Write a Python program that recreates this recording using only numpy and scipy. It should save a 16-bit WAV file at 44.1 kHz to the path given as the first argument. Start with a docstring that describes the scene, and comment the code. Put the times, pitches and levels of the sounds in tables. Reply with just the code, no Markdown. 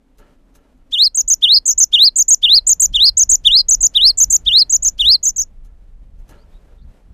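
"""A caged tit in a garden. First it hops and the wire cage rattles, over a wavering low drone that fades.
Then it sings nine phrases, each a long rising whistle and two short high notes: swept sines with weak
overtones; patches of band noise and a thin haze lie over them. Then more hops, and a far bird's gliding chirps.
Throughout, filtered noise makes wind that thumps on the microphone in gusts, and a garden murmur."""
import sys
import numpy as np
from scipy import signal
from scipy.fft import rfft, irfft, next_fast_len
from scipy.io import wavfile
from scipy.ndimage import uniform_filter1d, minimum_filter1d

SR = 44100
rng = np.random.default_rng(int(sys.argv[2]) if len(sys.argv) > 2 else 0)


def generate_wav(signal):
    """Clip the signal to [-1, 1] and save it as 16-bit WAV at the path in sys.argv[1]."""
    frames = np.transpose(np.atleast_2d(signal))
    scaled = np.clip(frames, -1, 1) * 32767
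    pcm = np.round(scaled).astype(np.int16)
    wavfile.write(sys.argv[1], SR, pcm)


def volts(x):
    """Linear amplitude factor 10**(x/20) for a level x in dB, scalar or array-like."""
    e = np.asarray(x, float) / 20
    return 10 ** e


N = 314553


def rms_one(x):
    """Scale to rms 1."""
    return x / np.sqrt(np.mean(np.abs(x) ** 2) + 1e-20)


def in_time(rows):
    """Interpolate (time [s], value) rows at every sample."""
    return np.interp(np.arange(N) / SR, *np.transpose(rows))


def drift(rate_hz):
    """Noise through a double one-pole low-pass; rms 1."""
    r = np.exp(-2 * np.pi * rate_hz / SR)
    slow = signal.lfilter([1], [1, -2 * r, r * r], rng.standard_normal(N + SR))
    return rms_one(slow[SR:])


def coloured(spectrum):
    """Steady noise shaped by (frequency [Hz], density [dB per Hz]) rows; rms 1."""
    hz, db = np.transpose(spectrum)
    n = next_fast_len(N, real=True)
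    bins_hz = np.arange(1, n // 2 + 2) * SR / n
    gain = volts(np.interp(np.log(bins_hz), np.log(hz), db))
    return rms_one(irfft(rfft(rng.standard_normal(n)) * gain, n)[:N])


def stereo(mid, side):
    """Left and right from mid and side."""
    return np.array([mid + side, mid - side])


# long rising whistles: (dip [s], climb from dip to top [s], mid-climb pitch [Hz],
# opening against the level [dB], level [dB])
RISING_NOTES = [(0.9641, 0.086, 3930, -5.5, -8), (1.4638, 0.09, 3920, 1.6, -7),
                (1.9686, 0.091, 3882, 0.3, -5.5), (2.4688, 0.093, 3864, 0, -6),
                (2.9795, 0.089, 3920, -2, -7), (3.4905, 0.092, 3887, 2.5, -7),
                (3.9897, 0.092, 3994, -1.34, -6.5), (4.5022, 0.097, 3894, -2.5, -6.5),
                (5.0308, 0.098, 3910, -3.5, -7)]
# short high notes: (start [s], first crest [s], held pitch [Hz], opening against the level [dB], level [dB])
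HIGH_NOTES = [(1.1459, 1.1673, 6390, -5, -11.5), (1.2775, 1.2952, 6390, -5, -8.5),
              (1.6553, 1.6725, 6387, -3, -10), (1.7777, 1.7963, 6410, -1.5, -7.5),
              (2.1581, 2.18, 6512, -3.5, -8.5), (2.281, 2.3001, 6555, -2.5, -6),
              (2.6671, 2.6871, 6580, -1.5, -7.5), (2.7976, 2.814, 6543, -0.1, -9),
              (3.1699, 3.19, 6388, 0.4, -8), (3.292, 3.31, 6566, -1, -7.5),
              (3.6848, 3.704, 6440, -0.5, -8.5), (3.8059, 3.8234, 6540, -7, -8),
              (4.179, 4.1969, 6500, -4.5, -8), (4.3002, 4.32, 6605, -4, -9),
              (4.6958, 4.7196, 6496, -5.5, -9), (4.8233, 4.843, 6530, -5.5, -10.0),
              (5.2295, 5.2491, 6505, -4, -11), (5.3611, 5.3764, 6400, -5, -14)]
# rising whistle pattern: (time from the dip [s], pitch before tuning [Hz], swell [dB])
RISING_SHAPE = [(-.044, 2974, -31), (-.036, 3358, -8.5), (-.030, 3582, -3), (-.0245, 3797, -0.5),
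                (-.018, 3593, 1.5), (-.008, 3050, -4.5), (.002, 2799, -10.5), (.012, 2919, -8),
                (0.029, 3534, -4.5), (.050, 3894, 0), (0.071, 4283, 1), (.081, 4620, -.5), (.092, 5268, -1),
                (.105, 4666, -1), (.116, 4174, -1), (0.124, 4081, -14.5), (0.128, 4064, -34)]
# high note pattern: (time from the first crest [s], pitch before tuning [Hz], swell [dB])
HIGH_SHAPE = [(-.0215, 6215, -37.5), (-.020, 6250, -14.5), (-.017, 6760, -2.5), (-.012, 6862, 1.5),
              (-.005, 7827, -1.5), (0, 8227, -6), (.003, 7635, -6), (.007, 6594, 3.5), (0.0094, 6194, -1.5),
              (.020, 6287, 1.5), (.028, 6730, 0), (0.036, 7050, 0.5), (.039, 6924, -0.5), (0.046, 5940, 0),
              (0.0478, 5445, -11), (0.0498, 4782, -30.5), (.051, 4380, -49.5)]


def song_controls():
    """Pitch [Hz] and amplitude per sample: each note stretches, tunes and weights the pattern of its kind."""
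    pattern_climb_s, pattern_climb_hz = 0.092, 3910
    pattern_lead_s, pattern_held_hz = 0.020, 6460
    rising_opening_fades_s, high_opening_fades_s = (-0.015, 0.022), (0.0012, 0.012)  # from, to, in the pattern
    crest_sag_hz_per_s = 140  # the tiring bird reaches its first crest less high
    hz, height = np.zeros(N), np.zeros(N)

    def sing(at, stage, shape, tune, opening_db, fades_s, level_db, lift_hz=0):
        """Write one note; stage is the time in its pattern."""
        when, pitch, swell_db = np.transpose(shape)
        hz[at] = tune * np.interp(stage, when, pitch) + lift_hz
        opening = opening_db * np.interp(stage, fades_s, [1, 0])
        db = level_db + np.interp(stage, when, swell_db) + opening
        sounding = (stage > when[0]) * (stage < when[-1])
        height[at] = sounding * np.sqrt(2) * volts(db)

    for dip, climb, pitch, opening_db, level_db in RISING_NOTES:
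        at = np.arange(int((dip - 0.055) * SR), int((dip + 0.14) * SR))
        t = at / SR - dip
        stage = np.where(t < 0, t, t * pattern_climb_s / climb)
        tune = pitch / pattern_climb_hz
        sing(at, stage, RISING_SHAPE, tune, opening_db, rising_opening_fades_s, level_db)

    middle = np.mean(HIGH_NOTES, axis=0)[1]  # mean crest time
    for start, crest, pitch, opening_db, level_db in HIGH_NOTES:
        at = np.arange(int((crest - 0.035) * SR), int((crest + 0.06) * SR))
        t = at / SR - crest
        stage = np.where(t < 0, t * pattern_lead_s / (crest - start), t)
        tune = pitch / pattern_held_hz
        lift_hz = crest_sag_hz_per_s * (middle - crest) * np.exp(-(stage / 0.014) ** 2)
        sing(at, stage, HIGH_SHAPE, tune, opening_db, high_opening_fades_s, level_db, lift_hz)
    return uniform_filter1d(hz, size=100), uniform_filter1d(height, size=50)


def tit(hz, high, facing):
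    """A near-pure whistle of unit height: a swept sine with weak, wavering overtones."""
    high_from_hz = 5800
    second_db, third_db, fourth_db, high_second_db = -39, -40.5, -55.5, -33
    flutter_db = 0.7
    phase = 2 * np.pi * np.cumsum(hz) / SR
    low_overtones = volts(second_db + 5.1 * drift(29)) * np.sin(2 * phase)
    low_overtones += volts(third_db + 2.1 * drift(25)) * np.sin(3 * phase)
    low_overtones += volts(fourth_db) * np.sin(4 * phase) * (hz < SR / 10)  # no aliasing
    high_overtone = (hz > high_from_hz) * volts(high_second_db) * np.sin(2 * phase)
    overtones = (1 - high) * low_overtones + high_overtone
    fundamental = volts(flutter_db * drift(63)) * np.sin(phase)
    return fundamental + facing * volts(4.3 * drift(6.4)) * overtones


# band noise in place of part of the whistle: (start [s], length [s], share of power [0-1])
NOISE_PATCHES = [(1.557, .034, .75), (1.659, 0.03, .55), (1.705, .034, .6), (1.826, 0.018, .4),
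                 (2.170, 0.023, .4), (2.683, 0.02, .2), (2.816, 0.021, .15), (3.064, 0.035, 0.67),
                 (3.296, 0.027, .35), (3.584, .036, 0.5), (4.172, 0.02, .8), (4.302, 0.028, .9),
                 (4.874, 0.029, .1), (5.239, 0.023, .35), (5.288, 0.024, .5), (5.415, 0.026, .6)]


def noise_patches(hz, height):
    """Short patches of band noise replace part of the whistle; gives the tone gain left, and mid and side noise."""
    left, noise = np.ones(N), np.zeros((2, N))
    for s, length, share in NOISE_PATCHES:
        i, n = int(s * SR), int(length * SR)
        fade = signal.windows.tukey(n, 0.4)
        local = height[i:i + n]
        passed = hz[i:i + n][local > local.max() / 3]
        band = signal.butter(6, [passed.min(), passed.max()], "band", fs=SR, output="sos")
        patch = signal.sosfilt(band, rng.standard_normal((2, 4096)))
        patch = rms_one(patch[:, 1024:])[:, :n]
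        held_down = patch / (0.2 + np.abs(signal.hilbert(patch))) ** 0.6  # limits the peaks
        patch = rms_one(signal.sosfilt(band, held_down))
        left[i:i + n] = np.sqrt(1 - share * fade ** 2)
        power = share * (0.1 * np.mean(local ** 2) + 0.26 * local ** 2)
        noise[:, i:i + n] = fade * patch * np.sqrt(power)
    return left, noise


# haze during the low notes: (frequency [Hz], density [dB per Hz])
LOW_HAZE = [(300, -8), (1000, -8.5), (2000, -10), (3000, -1.5), (4500, -5), (5500, -6.5), (6500, -12),
            (9000, -0.5), (14000, -3.5), (14800, -21)]
# haze during the high notes: (frequency [Hz], density [dB per Hz])
HIGH_HAZE = [(400, -22.5), (2000, -30), (4500, -21), (5500, -14), (8300, -15.5), (9200, -36), (11000, -25),
             (12200, -6.5), (14200, -0.5), (14800, -21)]


def haze(height, high, facing):
    """Thin coloured noise that follows the whistle's strength; each call is an independent draw."""
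    low_db, high_db = -43, -35.5
    high_swell = uniform_filter1d(height * high, size=700, origin=300)
    low_swell = uniform_filter1d(height * (1 - high), size=1100)
    high_part = high_swell * facing * volts(high_db) * coloured(HIGH_HAZE)
    return high_part + low_swell * volts(low_db + 4.8 * drift(20)) * coloured(LOW_HAZE)


# the head turns to and from the microphone: (time [s], gain of overtones and high-note haze [dB])
FACING = [(1.2, 4.5), (1.75, 4.5), (2.25, 1.5), (2.75, 2.5), (3.25, 0), (3.75, 0.5), (4.25, 6.5),
          (4.75, 0.5), (5.3, 5)]


def song():
    """The whistle with its noise patches and haze; mid, side."""
    high_from_hz, patch_side_db, haze_side_db = 5800, -1.5, -7
    hz, height = song_controls()
    highest_near = -minimum_filter1d(-hz, size=1800)
    high = 1.0 * (highest_near > high_from_hz)
    facing = volts(in_time(FACING))
    left, (patches, patches_side) = noise_patches(hz, height)
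    treble = signal.butter(4, 3500, "high", fs=SR, output="sos")
    mid = height * left * tit(hz, high, facing) + patches + haze(height, high, facing)
    haze_side = signal.sosfilt(treble, haze(height, high, facing))
    return mid, volts(patch_side_db) * patches_side + volts(haze_side_db) * haze_side


# puff spectrum: (frequency [Hz], density [dB per Hz])
PUFF_COLOUR = [(1000, -24), (3000, -7.5), (4500, -3), (6000, -3), (8000, -16), (14000, -28)]


def onset_puffs():
    """A short scratch of air just before each rising whistle takes hold: bell-shaped noise bursts."""
    puff_db, puff_s = -43, 0.006
    t = np.arange(N) / SR
    shape = sum(np.exp(-((t - note[0] + 0.045) / puff_s) ** 2) for note in RISING_NOTES)
    return volts(puff_db) * shape * coloured(PUFF_COLOUR)


# landings on the perch: (time [s], body drive [dB], wire drive [dB])
HOPS = [(0.185, -46.5, -51.5), (0.552, -54, -49.5), (.609, -77, -71), (0.777, -63, -72), (5.65, -62, -57.5),
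        (6.19, -68, -63), (6.292, -44, -46.5), (6.67, -54, -70)]
# cage resonances: (frequency [Hz], relative level [dB], t60 [s])
CAGE = [(460, 2, 0.0494), (581, 0, 0.055), (920, -6, 0.067), (1357, -1, 0.043), (1690, -6.5, 0.043),
        (2390, -23, 0.015), (2900, -8, 0.015), (4200, -11, 0.012), (6400, -7, 0.027), (6930, -12, 0.028),
        (7700, -10, .02), (10040, -8, .025), (12700, -12, .02)]


def cage():
    """A landing drives resonators: scuff, knock, wires ticking at once, perch and tray swelling up for longer."""
    rattle_s, rattle_per_s, wires_from_hz = 0.026, 6000, 3500
    knock_db = 15  # first firm blow of the feet, over the wire drive
    rustle_db = 6
    t, out = np.arange(N) / SR, np.zeros(N)
    clicks = (rng.random(N) < rattle_per_s / SR) * volts(3.68 * np.minimum(rng.exponential(1, N), 4))
    clicks = clicks * rng.choice([-1, 1], N)
    body, wires, knocks = np.zeros((3, N))
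    for s, body_db, wire_db in HOPS:
        since = (t - s + 0.002).clip(0, None)
        body_swell = (1 - np.exp(-since / 0.025)) * np.exp(-since / (2.2 * rattle_s))
        body += volts(body_db) * clicks * body_swell
        knocks[int((s + 0.002) * SR)] = volts(wire_db + knock_db)
        ticking = (since > 0) * np.exp(-(since / rattle_s) ** 2)
        scuff = 0.28 * (np.abs(t - s + 0.006) < 0.006)
        wires += volts(wire_db) * clicks * (ticking + scuff)
    for hz, db, t60 in CAGE:
        r, w = volts(-60 / (t60 * SR)), 2 * np.pi * hz / SR
        blows = knocks + (wires if hz > wires_from_hz else body)
        ring = signal.lfilter([0, np.sin(w)], [1, -2 * r * np.cos(w), r * r], blows + 1e-18)
        out += volts(db - 21.5) * ring
    dull = signal.lfilter([0.085], [1, -1.56, 0.61], body)  # low-pass near 2 kHz
    return out + volts(rustle_db) * (dull + 0.36 * wires)


# far bird: (start [s], length [s], from [Hz], to [Hz], level before flutter [dB])
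FAR_CHIRPS = [(6.364, 0.082, 3900, 5000, -61), (6.517, 0.072, 3600, 3900, -61),
              (6.77, 0.051, 3650, 3610, -63), (6.813, 0.03, 4200, 4370, -60.5)]


def far_bird():
    """Faint gliding whistles, their level fluttering, blurred by distance."""
    out = np.zeros(N)
    for s, length, from_hz, to_hz, db in FAR_CHIRPS:
        n, i = int(length * SR), int(s * SR)
        phase = 2 * np.pi * np.cumsum(np.linspace(from_hz, to_hz, n)) / SR
        out[i:i + n] += volts(db) * np.hanning(n) ** 0.5 * np.sin(phase)
    return out * (0.5 + 0.74 * drift(193))


def echo(x):
    """Cage, eaves and leaves scatter a short dense tail: decaying noise, thinner in the lows."""
    echo_db, t60_s, thin_below_hz = -27.5, 0.105, 4440
    t = np.arange(SR // 4) / SR
    tail = rng.standard_normal(len(t)) * volts(-60 * t / t60_s) * np.minimum(t / 0.004, 1)
    tail = tail / np.sqrt(np.sum(tail ** 2))
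    tail = signal.lfilter(*signal.butter(2, thin_below_hz, "high", fs=SR), tail)
    return volts(echo_db) * signal.oaconvolve(x, tail)[:N]


# steady breeze: (time [s], level [dB])
WIND = [(0, -62), (.2, -53.5), (1.15, -48), (1.35, -48), (2.3, -48.5), (2.75, -38.5), (3.1, -35.5),
        (4.0, -39), (5.2, -38.5), (5.8, -41.5), (6.3, -38), (7.13, -48)]
# gusts on top of the breeze: (time [s], level [dB])
GUSTS = [(0.649, -68), (1.291, -41), (1.45, -45.5), (1.768, -42.5), (2.242, -54), (2.52, -46), (2.93, -28),
         (3.35, -44.5), (3.481, -31.5), (3.82, -34.5), (4.271, -33), (4.48, -30.5), (4.841, -40),
         (5.07, -32), (5.64, -42), (6.07, -48.5), (6.29, -47), (6.86, -33), (7.12, -35.5)]
# wind spectrum: (frequency [Hz], density [dB per Hz])
WIND_COLOUR = [(12, -27), (20, 2.5), (32, 2.5), (46, -2.5), (91, -17.5), (211, -29), (300, -36.5),
               (390, -66.5), (660, -120)]


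def wind():
    """Low noise under a wavering breeze level plus short bell-shaped gusts; mid, side."""
    gust_s, side_db = 0.05, -34.5
    t = np.arange(N) / SR
    gusts = sum(volts(db) * np.exp(-((t - s) / gust_s) ** 2) for s, db in GUSTS)
    level = (volts(in_time(WIND)) + gusts) * volts(1.2 * drift(9.8))
    return level * coloured(WIND_COLOUR), volts(side_db) * level * coloured(WIND_COLOUR)


# murmur: (time [s], level [dB])
MURMUR = [(0, -66.5), (.4, -60.5), (2.1, -62), (3.7, -58), (4.4, -55), (5.1, -59.5), (6, -62), (6.35, -58),
          (7.13, -61)]
# garden spectrum: (frequency [Hz], density [dB per Hz])
GARDEN = [(100, -23), (160, -3), (370, -10.5), (570, -11), (1100, -20.5), (1800, -24.5), (3300, -29.5),
          (5000, -34), (8000, -36), (13800, -42), (15500, -70)]


def garden():
    """Broad murmur: coloured noise whose level wavers; mid, side."""
    side_db = -17
    level = volts(in_time(MURMUR) + 1.6 * drift(6) + 0.7 * drift(30))
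    return level * coloured(GARDEN), volts(side_db) * level * coloured(GARDEN)


# drone: (time [s], level [dB])
DRONE = [(0, -65), (1, -62.5), (2.1, -67.5), (2.4, -78), (7.13, -78.5)]
# drone spectrum: (frequency [Hz], density [dB per Hz])
DRONE_COLOUR = [(150, -51.5), (225, -14), (260, 6), (300, -8.5), (420, -51.5)]


def drone():
    """A faint low drone that wavers and fades away: narrow-band noise."""
    return volts(in_time(DRONE) + 3.1 * drift(6.1)) * coloured(DRONE_COLOUR)


def scene():
    """Bird, cage and background, all close to the middle."""
    echo_side_db = -10.5
    voice, voice_side = song()
    near = voice + onset_puffs() + cage() + far_bird()
    wind_mid, wind_side = wind()
    garden_mid, garden_side = garden()
    mid = near + echo(near) + wind_mid + garden_mid + drone()
    side = voice_side + volts(echo_side_db) * echo(near) + garden_side + wind_side
    return stereo(mid, side)


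def roll_off(x):
    """The treble ends steeply here."""
    return signal.sosfilt(signal.butter(12, 15610, fs=SR, output="sos"), x)


def record(dry):
    """Round the highest peaks and cut the top."""
    cutoff_hz = 15200
    rounded = dry / (1 + np.abs(dry) ** 8) ** (1 / 8)
    low_pass = signal.cheby2(12, 45, cutoff_hz, fs=SR, output="sos")
    mix = signal.sosfilt(low_pass, rounded)
    return roll_off(mix)


dry = scene()
out = record(dry)
generate_wav(out)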